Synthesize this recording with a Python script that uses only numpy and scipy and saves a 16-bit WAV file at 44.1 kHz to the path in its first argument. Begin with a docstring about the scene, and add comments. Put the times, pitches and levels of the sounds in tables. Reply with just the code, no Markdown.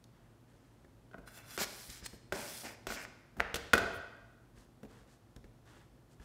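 """A low appliance hum and faint hands on dough, then a steel bench scraper clinks and drags off the worktop.
It is pushed under the dough in three gritty strokes, crushing flour, and dropped with a clatter of blade,
wooden handle and slab. Then palms pat and drag the dough softly.
A hard-walled kitchen, heard in mono on one small microphone; the worktop sounds close, the walls behind."""
import sys
import numpy as np
from scipy import signal
from scipy.fft import rfft, irfft, next_fast_len
from scipy.io import wavfile
from scipy.ndimage import map_coordinates

SR = 44100
rng = np.random.default_rng(int(sys.argv[2]) if len(sys.argv) > 2 else 0)


def pcm_store(signal):
    """Save signal as 16-bit PCM."""
    levels = np.round(np.clip(np.atleast_2d(signal), -1, 1) * 32767)
    wavfile.write(sys.argv[1], SR, levels.astype(np.int16).T)


N = 275184
TIME = np.arange(N) / SR
AGE = np.arange(SR // 2) / SR  # seconds since a blow

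# flour being crushed: (frequency [Hz], level [dB])
FLOUR_FIZZ = [(6000, -18.5), (9000, 2), (11300, 0.5), (13500, -2), (16000, -6)]


def amp(db):
    """Decibels to gain."""
    return np.exp(np.asarray(db) * (np.log(10) / 20))


def unit(x):
    """x at rms 1."""
    return x / np.sqrt(np.mean(x ** 2) + 1e-20)


def blow(x):
    """x scaled to the energy of 20 ms at rms 1."""
    return x / np.sqrt(np.sum(x ** 2) / (SR / 50) + 1e-20)


def fade(t60):
    """A decay that loses 60 dB in t60 seconds."""
    return amp(-60 * AGE / t60)


def along(points, hz):
    """(Hz, value) points read on a log frequency axis."""
    freqs, values = np.transpose(points)
    return np.interp(np.log(hz + 1), np.log(freqs + 1), values)


def add(track, start, x):
    """Mix x into the track from start seconds."""
    part = track[round(start * SR):][:len(x)]
    part += x[:len(part)]


def wobble(rate):
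    """A smooth random curve, rate knots a second."""
    steps = np.linspace(0, N / SR, N // 64)
    knots = rng.standard_normal(int(N * rate / SR) + 4)
    return np.interp(TIME, steps, map_coordinates(knots, [steps * rate]))


def coloured(x, spectrum, size=8192):
    """x through a minimum-phase filter with the given (Hz, dB) spectrum."""
    gain = amp(along(spectrum, np.fft.rfftfreq(size, 1 / SR)))
    cepstrum = irfft(np.log(gain))
    cepstrum[1:size // 2] *= 2
    cepstrum[size // 2 + 1:] = 0
    return signal.oaconvolve(x, irfft(np.exp(rfft(cepstrum))))[:len(x)]


def burst(spectrum, t60):
    """A short coloured puff of noise."""
    return blow(coloured(rng.standard_normal(len(AGE)) * fade(t60), spectrum))


def ring(modes, scatter_db):
    """Decaying modes, each excited with a new strength."""
    return sum(amp(db + scatter_db * rng.normal()) * fade(t60) * np.sin(2 * np.pi * hz * AGE)
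               for hz, db, t60 in modes)


def resonate(x, modes, wander_db):
    """x through resonances (Hz, width Hz, dB) whose strengths shift as the contact point moves."""
    return sum(amp(db + wander_db * wobble(14)) * signal.lfilter(*signal.iirpeak(hz, hz / width, SR), x)
               for hz, width, db in modes)


def thump(hz, t60):
    """The whole counter nods under a blow, at a pitch near hz."""
    pitch = hz * np.exp(0.15 * rng.normal())
    return blow(np.sin(2 * np.pi * pitch * AGE) * fade(t60))


def grit(rate, spread_db):
    """Tiny slips of uneven size at random moments, about rate a second."""
    return (rng.random(N) < rate / SR) * rng.standard_normal(N) * amp(spread_db * rng.standard_normal(N))


def friction(spectrum, rate, spread_db):
    """Steady rubbing: coloured slips at rms 1."""
    return unit(coloured(grit(rate, spread_db), spectrum))


def gesture(start, length, speed_up_s, slow_share):
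    """Age and speed (0-1) of one movement: it gets going, runs, and slows over a share of its length."""
    age = np.clip(TIME - start, 0, length)
    return age, np.tanh(age / speed_up_s) * np.tanh((1 - age / length) / slow_share)


def swell(peak_s, width_s):
    """A bell-shaped rise and fall."""
    return np.exp(-((TIME - peak_s) / width_s) ** 2)


def room_tone():
    """The bed of the kitchen: still air and the slightly unsteady hum of an appliance."""
    # air: (frequency [Hz], level [dB])
    air = [(15, -55.5), (25, -32), (49, -0.5), (87, -16.5), (102, -2.5), (123, -6), (200, -13), (236, -8),
           (270, -11.5), (344, -16), (695, -21), (1890, -31.5), (2280, -34), (4030, -37.5), (12000, -43),
           (16000, -48.5)]
    # appliance tones: (frequency [Hz], level [dB])
    tones = [(118.4, -66), (242.2, -82), (344.5, -75)]
    hum = sum(amp(db + 1.5 * wobble(2.4)) * np.sin(2 * np.pi * hz * TIME + .4 * wobble(8.8))
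              for hz, db in tones)
    return amp(-62.5) * unit(coloured(rng.standard_normal(N), air)) + hum


def kitchen(x):
    """Diffuse reverberation reaching the microphone off hard walls; the top treble dies first."""
    # room decay: (frequency [Hz], t60 [s])
    decay = [(80, 1), (250, 0.41), (600, 0.9), (1500, 1), (5000, 0.83), (11000, 0.56), (16000, 0.333)]
    # wall reflection: (frequency [Hz], level [dB])
    walls = [(60, -0.5), (300, 4), (1500, -4), (5000, -2.5), (10000, -7.5), (16000, -8)]
    hz, t, bands = signal.stft(rng.standard_normal(SR), SR, nperseg=256)
    bands *= amp(along(walls, hz)[:, None] - 60 * t / along(decay, hz)[:, None])
    tail = signal.istft(bands, SR, nperseg=256)[1][:SR]
    tail *= 1 - np.exp(-np.arange(SR) / SR / .008)
    return signal.fftconvolve(x, tail / np.linalg.norm(tail))


def hand_rubs():
    """Palms stretch and drag the dough: skin brushes and flour whispers."""
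    # (start [s], length [s], skin level [dB], flour over skin [dB])
    rubs = [(0.115, 0.25, -69.5, -18), (0.47, 0.5, -72, -7.5), (4.547, 0.12, -65.5, -3),
            (4.878, 0.19, -62.5, -8.5), (5.061, 0.12, -68.5, -2.5), (5.648, 0.24, -60, -10.5),
            (6.09, 0.063, -71.5, 2), (6.196, 0.095, -60, -8.5)]
    # brushing skin: (frequency [Hz], level [dB])
    skin = [(200, 5.5), (700, -0.5), (1700, 1.5), (2400, -9), (3400, -6), (4500, -20), (9000, -35)]
    # whispering flour: (frequency [Hz], level [dB])
    flour = [(1800, -20), (2600, 5), (3400, -0.5), (4300, 6), (8300, 3.5), (11000, -3), (16000, -13)]
    sag_db_per_s = 21
    brush = friction(skin, rate=4000, spread_db=-0.5)
    whisper = friction(flour, rate=5000, spread_db=-3)
    # a quick swipe over the floured ball
    out = amp(-60.5) * friction(FLOUR_FIZZ, rate=3000, spread_db=-2) * swell(3.955, .022)
    for start, length, db, flour_db in rubs:
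        age, speed = gesture(start, length, speed_up_s=0.028, slow_share=0.3)
        out += amp(db - sag_db_per_s * age) * speed * (brush + amp(flour_db) * whisper)
    return out


def dough_pats():
    """Soft blows of hands and dough thump the counter; the skin's smack grows more slowly than the blow."""
    # (time [s], level [dB], thump over level [dB])
    pats = [(0.845, -64, 4), (1.182, -54, -1), (1.887, -59.5, 9), (2.025, -57.5, 5), (2.13, -53.5, -0.5),
            (2.871, -56.5, 9), (3.368, -49.5, -9.5), (3.385, -50, 3.5), (4.575, -65.5, 9),
            (4.831, -47.5, -11), (4.85, -55.5, 0), (5.362, -55.5, 4), (5.442, -57.5, 4.5),
            (6.198, -61.5, 11)]
    # dull thud: (frequency [Hz], level [dB])
    thud = [(60, -8), (200, 5.5), (450, -2), (800, -12), (2000, -36.5)]
    # skin smack: (frequency [Hz], level [dB])
    smack = [(300, 7.5), (800, -7.5), (1700, 6.5), (3000, -9), (6000, -16.5), (9000, -21), (16000, -33)]
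    typical_pat_db = -58.5
    out = np.zeros(N)
    for start, db, thump_db in pats:
        push = amp(db) * (burst(thud, t60=0.13) + amp(thump_db) * thump(hz=57, t60=0.1))
        smack_db = -65 + .35 * (db - typical_pat_db)
        add(out, start, push + amp(smack_db) * burst(smack, t60=0.042))
    return out


def dough_snaps():
    """Grit and sticky dough snap in tiny bright ticks."""
    # (time [s], level [dB])
    snaps = [(0.041, -67), (1.901, -53.5), (2.576, -55.5), (4.832, -75), (5.363, -65.5)]
    # one tick: (frequency [Hz], level [dB])
    tick = [(1500, -26), (3400, 4.5), (5600, 4), (7500, 2), (11000, -9), (16000, -14)]
    out = np.zeros(N)
    for start, db in snaps:
        add(out, start, amp(db) * burst(tick, t60=0.018))
    return out


def crushed_flour():
    """Fizz of flour under the edge and rumble of the slab beneath, both flickering."""
    # rubbed slab: (frequency [Hz], level [dB])
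    slab = [(60, -14.5), (105, -4.5), (220, 5), (350, -3), (520, -0.5), (720, 1), (1050, -3), (1600, -27)]
    fizz = friction(FLOUR_FIZZ, rate=9100, spread_db=-0.5) * amp(0.53 * wobble(50.44))
    rumble = friction(slab, rate=1700, spread_db=4.5) * amp(1.1 * wobble(49))
    return fizz, rumble


def scrape(singing_db, bending_db, wander_db):
    """Hiss and drone of steel slipping over floury grit, with the blade singing and bending."""
    # upper blade resonances: (frequency [Hz], width [Hz], level [dB])
    edge_modes = [(3485, 160, 0.5), (4080, 250, -0.5), (5020, 58, 7), (5700, 180, -2.5), (7330, 71, 5.5),
                  (8300, 210, -1.5), (9210, 100, 4.5), (9800, 260, -6.5), (11950, 240, -1),
                  (12500, 170, -14), (14540, 270, -9)]
    # edge hiss: (frequency [Hz], level [dB])
    hiss_colour = [(1800, -29), (3000, -1.5), (5200, 4.5), (6700, 0.5), (8200, 0.5), (10000, -40),
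                   (16000, -29.5)]
    # blade drone: (frequency [Hz], level [dB])
    drone_colour = [(700, -23.5), (1150, -2.5), (1480, 0), (1720, 3.5), (1950, 2.5), (2450, 4), (2900, -4),
                    (4500, -36)]
    slips = grit(rate=5000, spread_db=-1.5) * amp(1.3 * wobble(70))
    singing = resonate(grit(rate=7060, spread_db=1.5), edge_modes, wander_db)
    # the steel flexes, so its resonances drift slightly in pitch
    singing = map_coordinates(singing, [(TIME + .0005 * wobble(12)) * SR])
    bending = resonate(slips, [(1480, 140, -1), (2600, 57, -1)], wander_db=4.5)
    hiss = unit(unit(coloured(slips, hiss_colour)) + amp(singing_db) * unit(singing))
    drone = unit(unit(coloured(slips, drone_colour)) + amp(bending_db) * unit(bending))
    return hiss, drone


def scraper_drag(fizz, rumble):
    """The loosely held blade sings as it is dragged off the worktop."""
    # (time [s], hiss level [dB], drone level [dB])
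    drag = [(1.26, -76, -74.5), (1.279, -59, -51), (1.304, -69.5, -67), (1.36, -58, -63),
            (1.379, -56, -52.5), (1.428, -72, -61.5), (1.5, -57, -59), (1.57, -51.5, -57)]
    hiss, drone = scrape(singing_db=4, bending_db=3, wander_db=3.5)
    times, *levels = np.transpose(drag)
    high, low = [amp(np.interp(TIME, times, db, left=-np.inf, right=-np.inf)) for db in levels]
    return high * (hiss + amp(-5.5) * fizz) + low * (drone + amp(-7.5) * rumble)


def scraper_strokes(fizz, rumble):
    """The blade is pressed down and pushed under the dough, crushing flour and shaking the slab."""
    # pushes, some overlapping: (start [s], length [s], level [dB], drone and rumble over level [dB])
    pushes = [(1.578, 0.071, -36, -2.5, -9), (1.586, 0.43, -55.5, 0, -3), (1.889, 0.14, -59.5, -2, -7.5),
              (2.014, 0.18, -66, -3, 0), (2.031, 0.043, -50.5, -8, -19), (2.321, 0.39, -50, 1.5, 7.5),
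              (2.634, 0.12, -58, 6.5, 11), (2.875, 0.1, -47.5, -1.5, 1.5), (2.958, .103, -54.5, 7, -0.5)]
    # the dough settles on the blade and muffles it, the low sounds fastest
    hiss_sag, drone_sag, slab_sag = 8.5, 44.5, 95.5  # dB/s
    first_flour, flour_build_s = .08, 0.19  # flour heaps up ahead of the edge
    hiss, drone = scrape(singing_db=-4, bending_db=-14.5, wander_db=4)
    out = np.zeros(N)
    for start, length, db, drone_db, slab_db in pushes:
        age, speed = gesture(start, length, speed_up_s=0.021, slow_share=0.18)
        flour = 1 - (1 - first_flour) * np.exp(-age / flour_build_s)
        # the fizz needs more speed than the hiss, the low sounds less
        high = amp(-hiss_sag * age) * (speed * hiss + speed ** 2.4 * amp(3) * flour * fizz)
        low = amp(drone_db - drone_sag * age) * drone + amp(slab_db - slab_sag * age) * rumble
        out += amp(db) * (high + speed ** 0.5 * low)
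    return out


def scraper_squeak():
    """The edge squeaks as it is whipped out from under the dough."""
    # (frequency [Hz], level [dB])
    squeak = [(1200, -7.5), (2000, 0), (3000, -7), (4600, -6), (6200, -7.5), (8500, 4), (10000, -16.5),
              (16000, -11.5)]
    return amp(-38.5) * friction(squeak, rate=12000, spread_db=2) * swell(2.063, 0.0051)


def scraper_contacts():
    """The edge clicks, the handle clacks, the blade rings, the slab knocks; each blow has its echo."""
    # (time [s], level [dB], damping by hand or handle [0 ringing - 1 dull clack],
    #  click over level [dB], counter over level [dB])
    contacts = [(1.113, -66, 0.038, -12, 2), (1.134, -59, 0.14, -23, -4), (1.1435, -50.5, 0.2, -37, 0),
                (1.1815, -60, 0, -36, -2), (1.276, -57, 0, -28, -11), (1.577, -40.5, 0.43, -6, -4),
                (2.3234, -34.5, 0.38, -13.5, -3.5), (2.869, -41.5, 0.45, -5.5, -1.5),
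                (2.903, -42, 0.23, -16, -15), (2.922, -41.5, 0.48, -13, -8), (3.051, -51, 1, -20, -13),
                (3.398, -39.5, 0.18, -18, -6), (3.4037, -29, 0.91, -22.5, -11),
                (3.5428, -40, 0.613, 0.5, -0.5), (3.557, -44, .6, 2, -4), (3.564, -45, 0.24, -2.5, -7.5),
                (3.734, -23, 0.64, -9, -5), (3.7368, -21, 0.11, -19, -6), (3.7525, -30.5, 0.26, -15, -5.5),
                (3.779, -29.5, .25, -11.5, -11.5)]
    # steel blade: (frequency [Hz], level [dB], t60 [s])
    blade_modes = [(1362, -13.5, 0.55), (1460, -5.5, 0.22), (1496, -4.5, .35), (1568, -4.5, 1.1),
                   (1908, -13.5, 0.34), (2040, -19, .3), (2476, -18, 0.25), (2895, -26, .2),
                   (3465, -28, .15)]
    # worktop slab: (frequency [Hz], level [dB], t60 [s])
    slab_modes = [(110, -4, 0.046), (192, -4, 0.081), (300, -9.5, 0.11), (384, 0.5, 0.07),
                  (470, -1.5, 0.068), (570, 3, 0.045), (683.3, 3, 0.047), (812, -1, 0.025),
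                  (968, -0.5, 0.023), (1125, -7, 0.037)]
    # wooden handle: (frequency [Hz], level [dB])
    wood = [(300, -15.5), (900, -9), (1350, -2), (1850, 3), (2400, -4), (3000, -13), (3800, -19.5),
            (5500, -24.5), (12000, -50)]
    # edge click: (frequency [Hz], level [dB])
    edge = [(1200, -14.5), (2900, 2.5), (5300, -1.5), (6400, -3.5), (8600, -6), (10200, -10), (12200, -9.5),
            (16000, -14.5)]
    # a damped blow clacks instead of ringing and thumps the counter harder
    ringing_t60, damped_t60, ring_loss_db, thump_gain_db = 0.067, .009, 16.5, 14.5
    wood_knock = blow(coloured(signal.unit_impulse(len(AGE)), wood))
    attack = 1 - np.exp(-AGE / 0.00062)
    out = np.zeros(N)
    for start, db, damping, click_db, counter_db in contacts:
        t60 = ringing_t60 * (damped_t60 / ringing_t60) ** damping
        # hand or worktop damps most of the ring at once; a faint rest sings on
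        decay = fade(t60) + amp(-22.5) * fade(25 * t60)
        blade = amp(-ring_loss_db * damping) * blow(ring(blade_modes, scatter_db=3.5) * decay * attack)
        # the place of the blow sets the sign of each slab mode
        slab = blow(sum(rng.choice([-1, 1]) * ring([mode], scatter_db=4) for mode in slab_modes))
        counter = slab + amp(-17.5 + thump_gain_db * damping) * thump(hz=78.4, t60=0.08)
        clack = amp(-14 * (1 - damping)) * wood_knock
        click = amp(click_db) * burst(edge, t60=0.034)
        hit = amp(db) * (blade + clack + click + amp(counter_db) * counter)
        add(out, start, hit)
        add(out, start, amp(-11) * kitchen(hit))
    return out


def scene():
    """The worktop up close, with the kitchen around it, in one channel."""
    fizz, rumble = crushed_flour()
    scraping = scraper_drag(fizz, rumble) + scraper_strokes(fizz, rumble) + scraper_squeak()
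    shaping = scraping + hand_rubs() + dough_pats() + dough_snaps()
    return (scraper_contacts() + shaping + amp(-13) * kitchen(shaping)[:N] + room_tone())[None]


def record(dry):
    """The small microphone loses the deepest bass and keeps nothing above its band limit."""
    low_cut_hz, top_hz = 36, 15750
    thin = signal.sosfilt(signal.butter(2, low_cut_hz, "high", fs=SR, output="sos"), dry)
    size = next_fast_len(N + SR // 2)
    passband = np.clip((top_hz - np.fft.rfftfreq(size, 1 / SR)) / 300 + .5, 0, 1)
    return irfft(rfft(thin, size) * passband, size)[..., :N]


dry = scene()
out = record(dry)
pcm_store(out)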